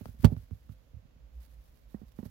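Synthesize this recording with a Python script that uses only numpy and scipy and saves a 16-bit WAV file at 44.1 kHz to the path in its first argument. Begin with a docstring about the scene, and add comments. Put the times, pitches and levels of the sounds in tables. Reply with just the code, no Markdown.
"""A hamster shifts about in paper bedding inside a plastic hideout, close to the right microphone.
From the start the quiet room hums and hisses faintly, paper rustles and paws and body bump the shell, which
answers with short dull modes. Claws tick too; at a quarter second one hard knock brings a creak, sharp cracks
and a dull tumble of bedding. Later come sparser bumps and rustles, then a low hum that swells and fades once.
Near the end paws tap the floor amid the last bumps. Struck things ring as modes; the rest is shaped noise."""
import sys
import numpy as np
from scipy import signal
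from scipy.fft import rfft, irfft, next_fast_len
from scipy.io import wavfile

SR = 44100
rng = np.random.default_rng(int(sys.argv[2]) if len(sys.argv) > 2 else 0)


def transcribe(u):
    """Save the signal u as a 16-bit wav file named by the first command-line argument.

    u: samples, shape (n,) or (channels, n), limited to [-1, 1]; the rate is SR.
    q: integer samples, one column per channel.
    """
    v = np.clip(np.atleast_2d(u).T, -1, 1)
    q = np.round(v * 32767).astype(np.int16)
    wavfile.write(sys.argv[1], SR, q)


N = 101429  # length in samples
T = np.arange(N) / SR  # time in seconds
LEFT_LAG_S = 0.00035


def from_db(db):
    """Turn decibels into a gain."""
    return 10 ** (np.asarray(db) / 20)


def rms_one(x):
    """Scale a signal so its average strength (rms) is 1."""
    return x / np.sqrt(np.mean(x ** 2) + 1e-20)


def pan(db):
    """Give the two channel gains; the left one is db above the right, which stays at 1."""
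    return np.array([[from_db(db)], [1.0]])


def noise():
    """Make separate white noise for left and right."""
    return rng.standard_normal((2, N))


def colour(x, points):
    """Shape a signal's spectrum through points of frequency in Hz and gain in dB, then set its rms to 1."""
    hz, db = np.transpose(points)
    size = next_fast_len(N, True)
    f = np.maximum(np.fft.rfftfreq(size, 1 / SR), 1)
    gain = from_db(np.interp(np.log(f), np.log(hz), db))
    return rms_one(irfft(rfft(x, size) * gain, size)[..., :N])


def lowpass(x, hz):
    """Dull a signal above hz with a two-pole filter."""
    sos = signal.butter(2, np.clip(hz, 20, SR / 3), fs=SR, output="sos")
    return signal.sosfilt(sos, x + 1e-18)


def dying(start, t60):
    """Envelope that jumps to 1 and falls by 60 dB every t60 seconds."""
    return (T >= start) * from_db(-60 * np.clip((T - start) / t60, 0, 4))


def swell(middle, half):
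    """Bell-shaped rise and fall, height 1."""
    return np.exp(-np.minimum(((T - middle) / half) ** 2, 20))


def click(s):
    """A single sample of height 1 at time s."""
    return 1.0 * (np.arange(N) == int(s * SR))


def push(s, hz):
    """One soft contact: a click rounded off above its brightness."""
    return lowpass(click(s), hz)


def ring(force, hz, t60):
    """A mode is a damped swing: a unit push sets it ringing at a height of about 1."""
    r = from_db(-60 / (t60 * SR))
    w = 2 * np.pi * hz / SR
    return signal.lfilter([.5, 0, -.5], [1, -2 * r * np.cos(w), r * r], force + 1e-18)


def lag_left(x):
    """Sound reaches the left microphone a little later."""
    return np.array([np.interp(T - LEFT_LAG_S, T, x[0]), x[1]])


# Tone of the still room. Each row: frequency in Hz, relative strength in dB per Hz.
ROOM_COLOUR = [(20, -9), (38, -3), (57, 7), (80, -12), (120, -13.5), (200, -20.5), (290, -23), (390, -32),
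               (520, -23.5), (700, -31.5), (1200, -36.5), (3000, -40.5), (7000, -47.5), (8700, -59.5),
               (11500, -49), (15500, -50.5)]
ROOM_DB, ROOM_PAN_DB = -53, -5
ROOM_ALIKE_HZ = 170  # here half the power is shared by both sides


def room():
    """Faint rumble, alike on both sides, under a hiss that differs between them."""
    size = next_fast_len(N, True)
    own = rng.standard_normal((2, size))
    shared = rng.standard_normal(size)
    alike = 1 / (1 + (np.fft.rfftfreq(size, 1 / SR) / ROOM_ALIKE_HZ) ** 2)
    spectrum = np.sqrt(alike) * rfft(shared) + np.sqrt(1 - alike) * rfft(own)
    air = irfft(spectrum, size)[:, :N]
    return pan(ROOM_PAN_DB) * from_db(ROOM_DB) * colour(air, ROOM_COLOUR)


# Soft stirring of the bedding. Each row: time in seconds, level in dB.
STIR = [(0, -66), (0.42, -81.5), (0.55, -71), (0.75, -75), (0.9, -80), (1.28, -108.5), (1.4, -74),
        (1.7, -75.5), (2.0, -84.5), (2.3, -68)]
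# Strokes through the paper. Each row: middle in seconds, half length in seconds, level in dB,
# left minus right in dB.
RUSTLES = [(0.008, 0.021, -60, -4), (0.083, 0.038, -68, 7), (0.234, 0.043, -65.5, 9.5),
           (0.317, 0.037, -67.5, -0.5), (0.402, 0.06, -70.5, 4.5), (0.724, 0.016, -64.5, -19.5),
           (1.37, 0.062, -73, -20), (1.431, 0.027, -61.5, -14), (1.455, .016, -62.5, -17),
           (1.524, 0.034, -70, -1), (1.663, 0.073, -76, 4.5), (1.778, 0.067, -70.5, -16),
           (1.838, .015, -72.5, -20), (1.918, 0.032, -65.5, -19.5), (2.003, 0.074, -72, -21),
           (2.081, 0.019, -67, -26), (2.122, 0.0072, -65.5, -27), (2.186, 0.025, -63.5, -31),
           (2.223, 0.014, -68.5, -29), (2.258, 0.014, -56, -18)]
# Paper as each microphone hears it. Each row: frequency in Hz, relative strength in dB per Hz.
LEFT_PAPER_COLOUR = [(500, -8.5), (1500, 2), (3000, -2.5), (5000, -1.5), (7000, -5), (8700, -8), (10500, 0),
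                     (12200, 2.5), (14000, -2), (15500, 1.5)]
RIGHT_PAPER_COLOUR = [(500, 2), (1500, 5.5), (3000, 3), (5000, 2.5), (7000, -1), (9000, -3), (12000, 5.5),
                      (15500, 2.5)]
STIR_PAN_DB = -8.5
GRAINS_PER_S, GRAIN_SPREAD_DB = 7100, -1
PAPER_FLUTTER_DB, PAPER_FLUTTER_HZ = 1.5, 57.8  # typical size, and how fast the level flutters


def paper():
    """Dense tiny fibre slips, swelling with each stroke over a faint, changing stir."""
    slips = (rng.random((2, N)) < GRAINS_PER_S / SR) * noise()
    weakening = np.minimum(rng.exponential(1, (2, N)), 4)
    left, right = slips * from_db(GRAIN_SPREAD_DB * weakening)
    grains = np.array([colour(left, LEFT_PAPER_COLOUR), colour(right, RIGHT_PAPER_COLOUR)])
    stir = pan(STIR_PAN_DB) * from_db(np.interp(T, *np.transpose(STIR)))
    power = stir ** 2
    for s, half, db, p in RUSTLES:
        power = power + (pan(p) * from_db(db) * swell(s, half)) ** 2
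    wander = rms_one(lowpass(rng.standard_normal(N), PAPER_FLUTTER_HZ))
    return np.sqrt(power) * from_db(PAPER_FLUTTER_DB * wander) * grains


# Bumps on the shell. Each row: start in seconds, level in dB, extra weight in the bass in dB,
# contact brightness in Hz, left minus right in dB.
BUMPS = [(0.01, -33.5, -3, 810, -14), (0.020, -45, 0, 253, 1), (0.057, -38.5, 1, 900, -7),
         (0.085, -42, 10.5, 493, -11), (0.142, -48.5, -9, 700, -9), (0.191, -42, 9.5, 240, -10),
         (0.234, -24, 12, 300, -32), (0.243, -5, 1.5, 660, -11.5), (0.319, -23.5, 3, 450, -9.5),
         (0.326, -35, 3, 400, -14), (0.343, -45.5, 3, 450, -11), (0.365, -38.5, 12, 400, -8.5),
         (0.427, -59, 20.5, 246, -10.5), (0.510, -38.5, 10, 334, -20.5), (0.521, -40.5, 12.5, 170, -7.5),
         (0.69, -41.5, 10.5, 301, -10), (0.71, -44.5, -1, 255, -14), (0.935, -49, 16, 200, -25),
         (0.961, -54, 23, 204, -11), (1.047, -50.5, 5, 283, -23), (1.157, -55, -1, 346, -3),
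         (2.027, -43.5, 2, 450, -9), (2.198, -38.5, -9, 692, -11.5), (2.255, -34.5, -1.5, 800, -9.5)]
# Modes of the hideout. Each row: frequency in Hz, level in dB, extra left minus right in dB.
SHELL = [(59.6, -6, 3.5), (101, -1, -1.5), (154, 0, -7), (231.9, 0.5, -3.5), (297, -20, -2.5),
         (383.7, -17.5, -0.5), (450, -17.5, 0.5), (575, -19.5, 7.5), (642, -18.5, -0.5), (720, -32, 0),
         (890, -17, 3.5), (1264, -20.5, 0), (1408, -23.5, 1.5), (1660, -27, 4)]
# Tone of paper crushed under each bump. Each row: frequency in Hz, relative strength in dB per Hz.
CRUSH_COLOUR = [(60, -3), (300, 18.5), (650, 10), (1200, -23), (2500, -16), (8000, -40.5)]
SHELL_T60_S, SHELL_CYCLES = 0.035, 8.3  # ring time: a fixed part plus this many periods
STRIKE_SPREAD_DB = 1  # chance differences between strikes
BASS_EDGE_HZ = 144  # a mode here gets half the extra bass dB
CRUSH_DB, CRUSH_T60_S = -28.5, 0.13  # level relative to the bump


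def bumps():
    """Each bump softly pushes the modes of the shell, higher ones dying sooner, and crushes paper."""
    chance = rng.standard_normal((len(BUMPS), len(SHELL)))
    pushes = np.array([push(s, hz) for s, _, _, hz, _ in BUMPS])
    _, level_db, bass_db, _, pan_db = np.transpose(BUMPS)
    sides = np.array([from_db(pan_db), np.ones(len(BUMPS))])
    out = np.zeros((2, N))
    for k, (hz, mode_db, left_db) in enumerate(SHELL):
        low = 1 / (1 + (hz / BASS_EDGE_HZ) ** 6)
        strength = from_db(level_db + mode_db + low * bass_db + STRIKE_SPREAD_DB * chance[:, k])
        force = (sides * strength) @ pushes
        sign = (-1) ** k  # neighbouring modes start in opposite directions
        out += sign * pan(left_db) * ring(force, hz, SHELL_T60_S + SHELL_CYCLES / hz)
    crush = sum(pan(p) * from_db(db + CRUSH_DB) * dying(s, CRUSH_T60_S) for s, db, _, _, p in BUMPS)
    return lag_left(out + crush * colour(noise(), CRUSH_COLOUR))


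# Claws tick on the shell. Each row: start in seconds, level in dB, left minus right in dB.
CLAWS = [(0.0567, -45, 5.5), (0.082, -50, -18), (0.322, -53, -5), (0.366, -46.5, -6), (0.510, -57.5, 0),
         (0.6928, -52.5, -5)]
# Tone of the ticks. Each row: frequency in Hz, relative strength in dB per Hz.
CLAW_COLOUR = [(200, -9), (450, 19), (800, 7.5), (1250, 10.5), (2000, -8), (3500, -17.5), (6000, -17),
               (12000, -105)]
CLAW_T60_S, CLAW_TAIL_DB, CLAW_TAIL_T60_S = 0.011, -18.5, 0.044  # tail level relative to the tick


def claws():
    """Short dry ticks in the middle register: a snap of noise and a faint after-rattle."""
    level = np.zeros((2, N))
    for s, db, p in CLAWS:
        fade = dying(s, CLAW_T60_S) + from_db(CLAW_TAIL_DB) * dying(s, CLAW_TAIL_T60_S)
        level += pan(p) * from_db(db) * fade
    return level * colour(noise(), CLAW_COLOUR)


# Sharp cracks of the plastic. 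Each row: start in seconds, level in dB, left minus right in dB.
CRACKS = [(0.057, -51, 8), (0.2462, -17.5, -17), (0.2493, -33.5, 2), (0.2519, -19, -5), (0.329, -52.5, -2)]
# Tone of the snaps, then of their tails and the creak. Each row: frequency in Hz,
# relative strength in dB per Hz.
CRACK_COLOUR = [(300, 23.5), (900, 7), (1900, 0), (3200, -5.5), (4600, -1), (6000, -9), (7600, -10),
                (10000, -7), (14000, -5.5), (16000, -12.5)]
TAIL_COLOUR = [(300, 20.5), (900, 18.5), (1900, 2.5), (3200, 3), (6000, -6.5), (9000, -9.5), (16000, -16.5)]
# High modes of the plastic, set ringing by the cracks. Each row: frequency in Hz, level in dB.
HIGH_MODES = [(1590, -22.5), (2315, -23), (2943, -22), (3220, -16.5), (3382, -24.5), (4574, -19.5),
              (5670, -24), (5990, -50.5), (7600, -27.5)]
HIGH_T60_S = 0.019
CRACK_T60_S, CRACK_TAIL_DB, CRACK_TAIL_T60_S = 0.02, -15.5, 0.079  # tail level relative to the snap
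CRACKLE_PER_S, CRACKLE_SHARE = 3600, 0.54  # sparse pops, and their share of the power
# The plastic creaks just before it snaps.
CREAK_S, CREAK_HALF_S, CREAK_DB, CREAK_PAN_DB = .243, 0.0044, -37.5, -14.5


def cracks():
    """Bright noise snaps of a few milliseconds, each with a crackling tail and a short high ring."""
    snap = sum(pan(p) * from_db(db) * dying(s, CRACK_T60_S) for s, db, p in CRACKS)
    tail = sum(pan(p) * from_db(db + CRACK_TAIL_DB) * dying(s, CRACK_TAIL_T60_S) for s, db, p in CRACKS)
    creak = pan(CREAK_PAN_DB) * from_db(CREAK_DB) * swell(CREAK_S, CREAK_HALF_S)
    pops = rms_one((rng.random((2, N)) < CRACKLE_PER_S / SR) * noise())
    crackle = np.sqrt(CRACKLE_SHARE) * pops + np.sqrt(1 - CRACKLE_SHARE) * noise()
    force = sum(pan(p) * from_db(db) * click(s) for s, db, p in CRACKS)
    rings = sum(from_db(db) * ring(force, hz, HIGH_T60_S) for hz, db in HIGH_MODES)
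    snaps = snap * colour(noise(), CRACK_COLOUR)
    return snaps + (tail + creak) * colour(crackle, TAIL_COLOUR) + rings


# Tone of the tumbling bedding. Each row: frequency in Hz, relative strength in dB per Hz.
TUMBLE_COLOUR = [(35, -3), (60, 3), (130, 0), (250, -7.5), (450, -15), (700, -19.5), (1200, -30.5),
                 (2500, -46.5), (8000, -61)]
# Middle and half length in seconds, level in dB, left minus right in dB.
TUMBLE_S, TUMBLE_HALF_S, TUMBLE_DB, TUMBLE_PAN_DB = .30, .045, -40.5, -9


def tumble():
    """A brief dull rumble of noise as the shaken bedding settles after the hard knock."""
    level = pan(TUMBLE_PAN_DB) * from_db(TUMBLE_DB) * swell(TUMBLE_S, TUMBLE_HALF_S)
    return lag_left(level * colour(rng.standard_normal(N), TUMBLE_COLOUR))


HUM_S, HUM_HALF_S, HUM_HZ, HUM_DB, HUM_PAN_DB = 1.39, 0.041, 60.2, -38.5, -2.5


def hum():
    """A low sine tone swells and fades once."""
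    level = pan(HUM_PAN_DB) * from_db(HUM_DB) * swell(HUM_S, HUM_HALF_S)
    return level * np.sin(2 * np.pi * HUM_HZ * T)


# Paws tap the bare floor. Each row: start in seconds, level in dB, contact brightness in Hz,
# left minus right in dB.
TAPS = [(1.9451, -27, 1390, -13.5), (2.0166, -37.5, 1177, -13.5), (2.189, -27.5, 1300, -13.5),
        (2.2302, -31.5, 1170, -10.5)]
# Modes of the floor. Each row: frequency in Hz, level in dB, time to fall by 60 dB in seconds.
FLOOR = [(79, -13, .10), (205.6, 3, 0.049), (400, -1.5, 0.006), (724, -21, 0.042), (1894, -22.5, 0.044)]
# Tone of the scuffs. Each row: frequency in Hz, relative strength in dB per Hz.
SCUFF_COLOUR = [(80, 8), (250, -2), (450, -11), (800, -5.5), (1400, -17.5), (2500, -34), (8000, -43)]
# Each paw scuffs as it lands: level relative to the tap, fade time, head start.
SCUFF_DB, SCUFF_T60_S, SCUFF_LEAD_S = -22.5, 0.18, 0.00205


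def taps():
    """Light, quick footfalls push the well-damped modes of the floor, each with a short noise scuff."""
    force = sum(pan(p) * from_db(db) * push(s, hz) for s, db, hz, p in TAPS)
    thuds = np.zeros((2, N))
    for k, (hz, db, t60) in enumerate(FLOOR):
        thuds += (-1) ** k * from_db(db) * ring(force, hz, t60)
    scuff = np.zeros((2, N))
    for s, db, _, p in TAPS:
        scuff += pan(p) * from_db(db + SCUFF_DB) * dying(s - SCUFF_LEAD_S, SCUFF_T60_S)
    return lag_left(thuds + scuff * colour(noise(), SCUFF_COLOUR))


def scene():
    """Add all sources at the two microphones."""
    return room() + paper() + bumps() + claws() + cracks() + tumble() + hum() + taps()


CUTOFF_HZ = 15900


def record(dry):
    """The deepest bass is rolled off, peaks stop at full scale, the top is cut."""
    bass_cut = signal.butter(2, 35, "high", fs=SR, output="sos")
    top_cut = signal.ellip(10, .1, 70, CUTOFF_HZ, fs=SR, output="sos")
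    thinned = signal.sosfilt(bass_cut, dry)
    return signal.sosfilt(top_cut, np.clip(thinned, -1, 1))


dry = scene()
out = record(dry)
transcribe(out)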